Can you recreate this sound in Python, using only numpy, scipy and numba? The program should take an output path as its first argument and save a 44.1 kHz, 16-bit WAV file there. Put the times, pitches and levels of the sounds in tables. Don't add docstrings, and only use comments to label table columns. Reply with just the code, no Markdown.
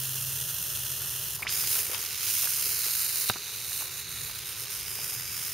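import sys
import numpy as np
from scipy import signal
from scipy.fft import rfft, irfft
from scipy.io import wavfile
from scipy.ndimage import uniform_filter1d, map_coordinates
from numba import njit

SR = 44100
rng = np.random.default_rng(int(sys.argv[2]) if len(sys.argv) > 2 else 0)


def transcribe(u):
    v = np.clip(np.atleast_2d(u).T, -1, 1)
    q = np.round(v * 32767).astype(np.int16)
    wavfile.write(sys.argv[1], SR, q)


def amplitude_ratio(level_db):
    exponent = np.asarray(level_db, float) / 20
    return 10 ** exponent


N = 243873
TIME, FREQ = np.arange(N) / SR, np.arange(N // 2 + 1) * SR / N + 1

# pitch_hz, level_db per Hz
TRAFFIC = [(13, -56), (22, -9), (48, -9.5), (71, -2), (112, 0), (151, -3.5), (200, -15.5), (275, -19.5),
           (299, -11.5), (342, -5), (411, 0), (604, -9.5), (1200, -8), (1560, -19), (2640, -120)]
# middle_s, length_s, rise_db
VEHICLES = [(.4, 0.57, 5.5), (1.4, 0.77, 4.5), (2.73, 0.13, 2), (4.2, 0.18, 6), (5.3, 1, 4)]
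# middle_s, length_s, rise_db
SLOPS = [(1.25, 0.16, 1), (1.7, 0.24, 6.5), (1.98, 0.11, 2.5), (2.3, 0.048, 6.5), (3.5, 0.14, 1.5),
         (3.85, 0.11, 3.5), (4.95, 0.12, 2)]
# time_s, level_db
HUM_LEVEL = [(0, -44), (.5, -48.5), (.9, -52), (1.25, -54.5), (1.4, -83.5)]
# pitch_hz, level_db
HUM_TONES = [(131.5, -47), (306.8, -75)]
# start_s, length_s, level_db
SCUFFS = [(.76, .05, -50), (1.37, .06, -52), (1.48, .04, -44), (1.922, .055, -34), (2.43, .06, -41),
          (2.845, .06, -42), (3.3, .06, -45), (3.82, .06, -47), (4.4, .06, -49)]
# pitch_hz, correlation
PORT_LIKENESS = [(25, .5), (60, .85), (130, .91), (290, 0.34), (640, 0.29), (1400, 0.81), (2300, 0.99),
                 (3900, 0.96), (5000, 0.63), (7000, 0.7), (8800, 0.81), (10000, 0.92), (11200, 0.82),
                 (12700, .93)]
# pitch_hz, left_minus_right_db
PORT_TILT = [(60, 2.5), (200, 1), (700, 0.5), (2400, -0.5), (4000, -0.5), (5000, -2.5), (6600, -6.5),
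             (7600, -1), (8800, -2.5), (9800, -4.5), (10800, -2), (12500, -2), (15000, -1)]
# pitch_hz, width_hz, depth (0-1)
PORT_GAPS = [(7870, 415, 0.96), (7370, 480, 0.44), (9070, 300, 0.25)]
# start_s, length_s, peak_db, middle_hz
GURGLES = [(1.399, 0.038, -35, 910), (1.45, .03, -31, 1010), (1.755, .03, -36, 900),
           (1.93, 0.043, -36, 700), (2.439, 0.045, -36.5, 875), (2.852, 0.036, -37, 900),
           (3.797, 0.047, -39.5, 910), (4.284, 0.035, -46, 900)]
# start_s, peak_db, pitch_hz, length_cycles
SPITS = [(1.394, -29, 1000, 2), (1.422, -28, 1120, 3.9), (1.46, -37, 905, 3.8), (1.638, -25, 1170, 2.2),
         (1.76, -25, 1510, 3.3), (1.897, -30, 444, 2.3), (1.92, -32, 507, 2.8), (1.947, -30, 960, 2.9),
         (2.434, -29, 1340, 3), (2.473, -23.5, 1520, 5.1), (2.582, -35, 1260, 3), (2.666, -34, 430, 2.4),
         (2.795, -34, 2220, 3.7), (2.838, -35, 1710, 4.4), (2.865, -38, 414, 4.2), (2.86, -34, 1250, 6),
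         (3.34, -23, 2500, 3.8), (3.3575, -24, 1050, 1.2), (3.358, -30, 396, 1.9), (3.3617, -21, 1250, 1.6),
         (3.369, -26, 1400, 3), (3.492, -32, 1380, 4.6), (3.719, -25, 1700, 1.9), (3.8085, -27, 1120, 2.1),
         (3.8213, -24.5, 1460, 2.2), (3.8247, -30, 910, 2.7), (4.297, -30.5, 1200, 2.6),
         (4.99, -29.5, 824, 2)]
# start_s, peak_db, pitch_hz, length_cycles, glide_per_cycle
LANDING = [
    (1.4678, -21.5, 1590, 22, 0.12),
    (1.472, -24, 2170, 14, 0.039),
    (1.477, -22, 2800, 9, .061),
    (1.482, -33, 3450, 33, .02),
]
# start_s, peak_db, pitch_hz, length_cycles, left_minus_right_db
TICKS = [(1.103, -16, 10900, 3, -9), (1.3562, -14, 9200, 6, -1), (1.4262, -22, 2210, 17, -2),
         (1.4295, -22.5, 2420, 10, 5), (1.4335, -22, 2100, 3.8, -1), (1.932, -27, 5000, 2, 5),
         (1.9463, -20, 5200, 3, 16), (1.9464, -23, 2680, 5.1, 13), (3.2868, -19, 4100, 6, -6),
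         (3.295, -19, 4000, 9, -12)]
# pitch_hz, level_db, t60_s
POP_RING = [(760, -19, .03), (980, -21, .025), (1300, -9, .011), (1520, -10, .011), (2100, -17, .013),
            (2730, -9, .013), (3780, -1, .011), (4500, -6, .009), (5300, -8, .006)]
# pitch_hz, level_db, t60_s
POP_PUFF = [(110, -17, .07), (200, -25, .04), (370, -28, .035)]
# delay_s, level_db
POP_ECHO = [
    (0, 0),
    (.005, -11),
    (.0095, -24),
]
# time_s, gap_hz, gap_depth (0-1), peak_db
JUG_AIR = [(1.4, 4300, 0, 4), (2.2, 4100, .1, -3), (2.9, 3450, .4, 5), (3.1, 3350, .8, 6),
           (4.2, 3180, .5, 6.5), (4.7, 3300, .2, 2), (4.75, 4150, 0, 2), (4.95, 4230, 1, 4),
           (5.35, 4310, 1, 4), (5.43, 4400, 0, 2)]
# time_s, gap_hz, gap_depth (0-1)
UPPER_GAP = [(3.25, 5470, 0.3), (3.4, 5330, 1), (3.55, 5220, .7), (4.2, 5100, 0.6), (4.5, 5700, 0.5),
             (4.7, 6030, 0)]
FAR_WALL_MS = (1.45, .77)
FAR_WALL_DB = (-19.5, -21.5)
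# pitch_hz, level_db per Hz
RESTING = [(350, -25), (600, 0.5), (717, -24), (805, -10.5), (1750, -2), (2190, -14.5), (2670, -2.5),
           (3090, -0.5), (3780, -4.5), (4110, 0), (4520, -4), (6120, 1.5), (7400, -3.5), (9620, -22),
           (16300, -120)]
RESTING_TOP = [(4880, -34), (8300, -2), (9370, -1), (10100, -8), (10600, -0.5), (11900, 0.5), (12400, 0),
               (14800, 2.5), (15400, -3)]
# pitch_hz, level_db per Hz
SKATING = [(350, -55), (600, -15.5), (1480, -0.5), (1830, -2), (2280, -1), (3470, -4.5), (3900, -2.5),
           (4560, -2.5), (5180, 0.5), (6590, -2.5), (7400, -7.5), (9620, -27), (16300, -120)]
SKATING_TOP = [(4880, -34), (8300, -2), (8880, -0.5), (9840, -6), (11300, -1), (12400, -3.5), (14100, -1),
               (15400, -4)]
# time_s, gas_flow_db, water_churn_db
REACTION = [(0, 0.5, .5), (1.4, -0.7, 13), (1.49, 3, 9), (1.56, 3.5, 6), (1.74, 6.5, 6), (1.86, 1, 1),
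            (2.0, -1, 4), (2.15, -2, 5.5), (2.27, 3.5, 8), (2.42, 5, 6.5), (2.97, 5, 4), (3.3, 3, 4),
            (3.33, -6, 3.5), (3.5, -4, 2.5), (3.78, 1.5, 2), (4.1, -3, .5), (5.0, 0, 0.5), (5.53, 0, 1)]
# middle_s, length_s, flow_lost_db
LULLS = [(1.66, 0.03, -3), (2.61, 0.11, -1.5), (2.85, 0.14, -1.5), (3.11, 0.055, -1.5), (3.62, 0.034, -1),
         (3.905, 0.06, -4.5), (4.05, 0.04, -5.5), (4.18, .05, -1.5), (4.335, 0.022, -4.5),
         (4.425, 0.038, -4.5), (4.555, 0.038, -4.5), (4.675, 0.031, -5), (4.84, 0.047, -4),
         (4.99, 0.032, -3), (5.26, 0.11, -3.5), (5.53, 0.048, -2)]
# time_s, left_minus_right_db
BALL_PAN = [(0, -1), (1.4, 0.5), (2.3, -4.5), (3.2, -3.5), (4.4, -4), (5.53, -0.5)]
WAKES_S = (1.497, 1.485, 1.478, 1.467)

SCENE_CHANGE_S = 1.4
POP_S, POP_DB = 3.29874, -6.3
SWAP_S = 0.003


def curve(table):
    s, *columns = np.transpose(table)
    return [np.interp(TIME, s, c) for c in columns]


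def shape(table):
    hz, db = np.transpose(table)
    return np.interp(np.log(FREQ), np.log(np.maximum(hz, 1)), db)


def swells(table):
    return sum(db * np.exp(-((TIME - s) / long) ** 2) for s, long, db in table)


def switch(s, long):
    return 0.5 + 0.5 * np.tanh((TIME - s) / long)


def colour(x, gain, lo_hz, hi_hz):
    edge = 1 / np.sqrt((1 + (lo_hz / FREQ) ** 12) * (1 + (FREQ / hi_hz) ** 12))
    y = irfft(rfft(x) * gain * edge, N)
    return y / y.std()


def walk(rate):
    hold = max(int(SR / rate), 1)
    levels = rng.standard_normal(N)[np.arange(N) // hold]
    smooth = uniform_filter1d(uniform_filter1d(levels, hold), hold)
    return smooth / smooth.std()


def flutter(lo_hz, hi_hz):
    return colour(rng.standard_normal(N), 1, lo_hz, hi_hz)


@njit
def moving_band(x, hz, width):
    y, band, low = np.empty(len(x)), 0., 0.
    for i in range(len(x)):
        g, k = np.tan(np.pi * hz[i] / SR), width / hz[i]
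        v = (band + g * (x[i] - low)) / (1 + g * (g + k))
        band, low, y[i] = 2 * v - band, low + 2 * g * v, k * v
    return y


def stereo(mid, side):
    like, tilt = np.clip(shape(PORT_LIKENESS), 0, 1), shape(PORT_TILT) / 2
    shared = rfft(mid) * np.sqrt(1 + like)
    unshared = rfft(side) * np.sqrt(1 - like)
    return irfft(np.array([(shared + unshared) * amplitude_ratio(tilt), (shared - unshared) * amplitude_ratio(-tilt)]), N)


def traffic():
    pair = stereo(*rng.standard_normal((2, N)))
    road = amplitude_ratio(shape(TRAFFIC))
    bass_db = -54 + swells(VEHICLES) + 0.27 * walk(10)
    middle_db = -57 + swells(SLOPS) + 1.3 * walk(12)
    return amplitude_ratio(bass_db) * colour(pair, road, 15, 243) + amplitude_ratio(middle_db) * colour(pair, road, 235, 1370)


def motor_hum():
    turning_s = np.cumsum(1 + 0.011 * walk(12)) / SR
    hum = 0
    for hz, db in HUM_TONES:
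        level = amplitude_ratio(db - HUM_TONES[0][1] + walk(4.5))
        hum = hum + level * np.sqrt(2) * np.sin(2 * np.pi * hz * turning_s)
    return hum * amplitude_ratio(curve(HUM_LEVEL)[0] + np.array([[0.9], [-0.9]]))


def scuffs():
    grains = amplitude_ratio(4 * rng.exponential(size=N)) * rng.standard_normal(N)
    grit = colour(grains, 1 / (1 + FREQ / 9000), 900, 8000)
    rub = sum(amplitude_ratio(db) * np.exp(-((TIME - s - long / 2) / (0.56 * long)) ** 2) for s, long, db in SCUFFS)
    return rub * grit * np.array([[1], [0.15]])


def bubbles(table):
    out = np.zeros((2, N))
    for s, db, hz, cycles, glide, pan_db in table:
        t = np.arange(int(2.5 * cycles / hz * SR)) / SR
        turns = hz * t * (1 + glide * hz * t / 2)
        decay = np.exp(-2.2 * turns / cycles) * (1 - np.exp(-turns / 0.24))
        ring = np.sin(2 * np.pi * turns) * decay
        start = int(s * SR)
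        out[:, start:start + len(t)] += ring * amplitude_ratio(db + np.array([[pan_db], [-pan_db]]) / 2)
    return out


def gurgles(count=9):
    rows = []
    for s, long, db, hz in GURGLES:
        for when, soft, size, place in rng.random((count, 4)):
            pitch_hz = hz * 2 ** (1.38 * (size - 0.5))
            rows.append((s + long * when, db - 8 * soft, pitch_hz, 3.5, 0.04, 3 * place - 1))
    return bubbles(rows)


def splashes():
    spits = [(s, db, hz, n, 0.01, np.log2(1500 / hz)) for s, db, hz, n in SPITS]
    landing = [(*row, -3.5) for row in LANDING]
    ticks = [(s, db, hz, n, 0.003, pan_db) for s, db, hz, n, pan_db in TICKS]
    return bubbles(spits + landing + ticks)


def pop():
    t = np.arange(SR // 5) / SR
    snap = -sum(amplitude_ratio(db) * np.cos(2 * np.pi * hz * t) * 1000. ** (-t / t60) for hz, db, t60 in POP_RING)
    puff = sum(amplitude_ratio(db) * np.sin(2 * np.pi * hz * t) * 1000. 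** (-t / t60) for hz, db, t60 in POP_PUFF)
    burst = amplitude_ratio(-10) * t / 0.002 * np.exp(-t / 0.002)
    rasp = burst * moving_band(rng.standard_normal(len(t)), 2400 + 0 * t, 3500.)
    ring = np.convolve(snap + puff + rasp, np.hanning(13))[:len(t)]
    out = np.zeros(N)
    for delay, db in POP_ECHO:
        start = int((POP_S + delay) * SR)
        out[start:start + len(t)] += amplitude_ratio(db) * ring
    return amplitude_ratio(POP_DB) * out / np.abs(out).max() * amplitude_ratio(np.array([[-0.3], [0.3]]))


def jug(x):
    gap_hz, gap, peak_db = curve(JUG_AIR)
    upper_hz, upper = curve(UPPER_GAP)
    skating = TIME > SCENE_CHANGE_S
    depth = np.clip(gap + 0.4 * (1 - gap) * walk(9), 0, 1)
    x = x - skating * depth * moving_band(x, gap_hz, 480.)
    x = x - skating * np.clip(upper, 0, 1) * moving_band(x, upper_hz, 950.)
    x = x + skating * (amplitude_ratio(peak_db) - 1) * moving_band(x, gap_hz + 660, 640.)
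    near_ms = 0.384 + 0.028 * walk(3)
    far_ms, far_db = (np.where(skating, b, a) for a, b in (FAR_WALL_MS, FAR_WALL_DB))
    near, far = (map_coordinates(x, [np.arange(N) - ms * SR / 1000], order=3) for ms in (near_ms, far_ms))
    return x + amplitude_ratio(-18) * near + amplitude_ratio(far_db) * far


def gas_cracks():
    flow = amplitude_ratio(0.96 * flutter(58, 103) + 1.6 * walk(600))
    cracks = amplitude_ratio(1.2 * np.minimum(rng.exponential(size=N), 6.5))
    return stereo(*(jug(flow * cracks * rng.standard_normal(N)) for _ in range(2)))


def fizz():
    pair = gas_cracks()
    flow_db, churn_db = curve(REACTION)
    flow_db = flow_db + swells(LULLS)
    lit = switch(POP_S, SWAP_S) * np.exp(-((TIME - POP_S) / 0.98) ** 2)
    wait_db, wait, hush = -5.5, switch(1.366, SWAP_S), switch(1.446, 0.012)
    treble, full = (RESTING_TOP[1:-1], SKATING_TOP[1:-1]), (RESTING, SKATING)
    body = (RESTING[:-1], SKATING[:-1])
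    # level_db, share of flow, share of churn, hush_db, lit_db, low_hz, high_hz, colours
    layers = ((-37.5, 1.5, 0, -29, -0.5, 11000, 18000, treble),
              (-37.5, 1.13, -0.16, -19, -1, 7850, 11000, treble),
              (-42.5, 0.3, 1.0, -10, 0, 3300, 7850, body),
              (-46, 0.24, 0.13, -2, -2, 650, 3300, full))
    out = 0
    for wake_s, (db, by_flow, by_churn, hush_db, lit_db, lo_hz, hi_hz, colours) in zip(WAKES_S, layers):
        awake = switch(wake_s, 0.008)
        pause_db = (wait_db * wait + (hush_db - wait_db) * hush) * (1 - awake)
        level_db = db + by_flow * flow_db + by_churn * churn_db * awake + pause_db + lit_db * lit
        resting, skating = (colour(pair, amplitude_ratio(shape(c)), lo_hz, hi_hz) for c in colours)
        band = np.where(TIME < SCENE_CHANGE_S, resting, skating)
        out = out + amplitude_ratio(level_db + 0.29 * flutter(13, 116)) * band
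    pan_db = curve(BALL_PAN)[0]
    return out * amplitude_ratio(0.33 * np.array([[1], [-1]]) * (pan_db - pan_db.mean()) / 2)


def scene():
    return traffic() + motor_hum() + scuffs() + gurgles() + splashes() + pop() + fizz()


def band_limit(x):
    return signal.sosfilt(signal.butter(12, 16150, fs=SR, output="sos"), x)


def record(dry):
    housing = 1
    for hz, width, depth in PORT_GAPS:
        housing = housing * (1 - np.clip(depth, 0, 1) / (1 + (2 * (FREQ - hz) / width) ** 2))
    edges = 1 / (1 + (38 / FREQ) ** 2) / (1 + (FREQ / 15715) ** 600)
    return band_limit(irfft(rfft(dry) * housing * edges, N))


dry = scene()
out = record(dry)
transcribe(out)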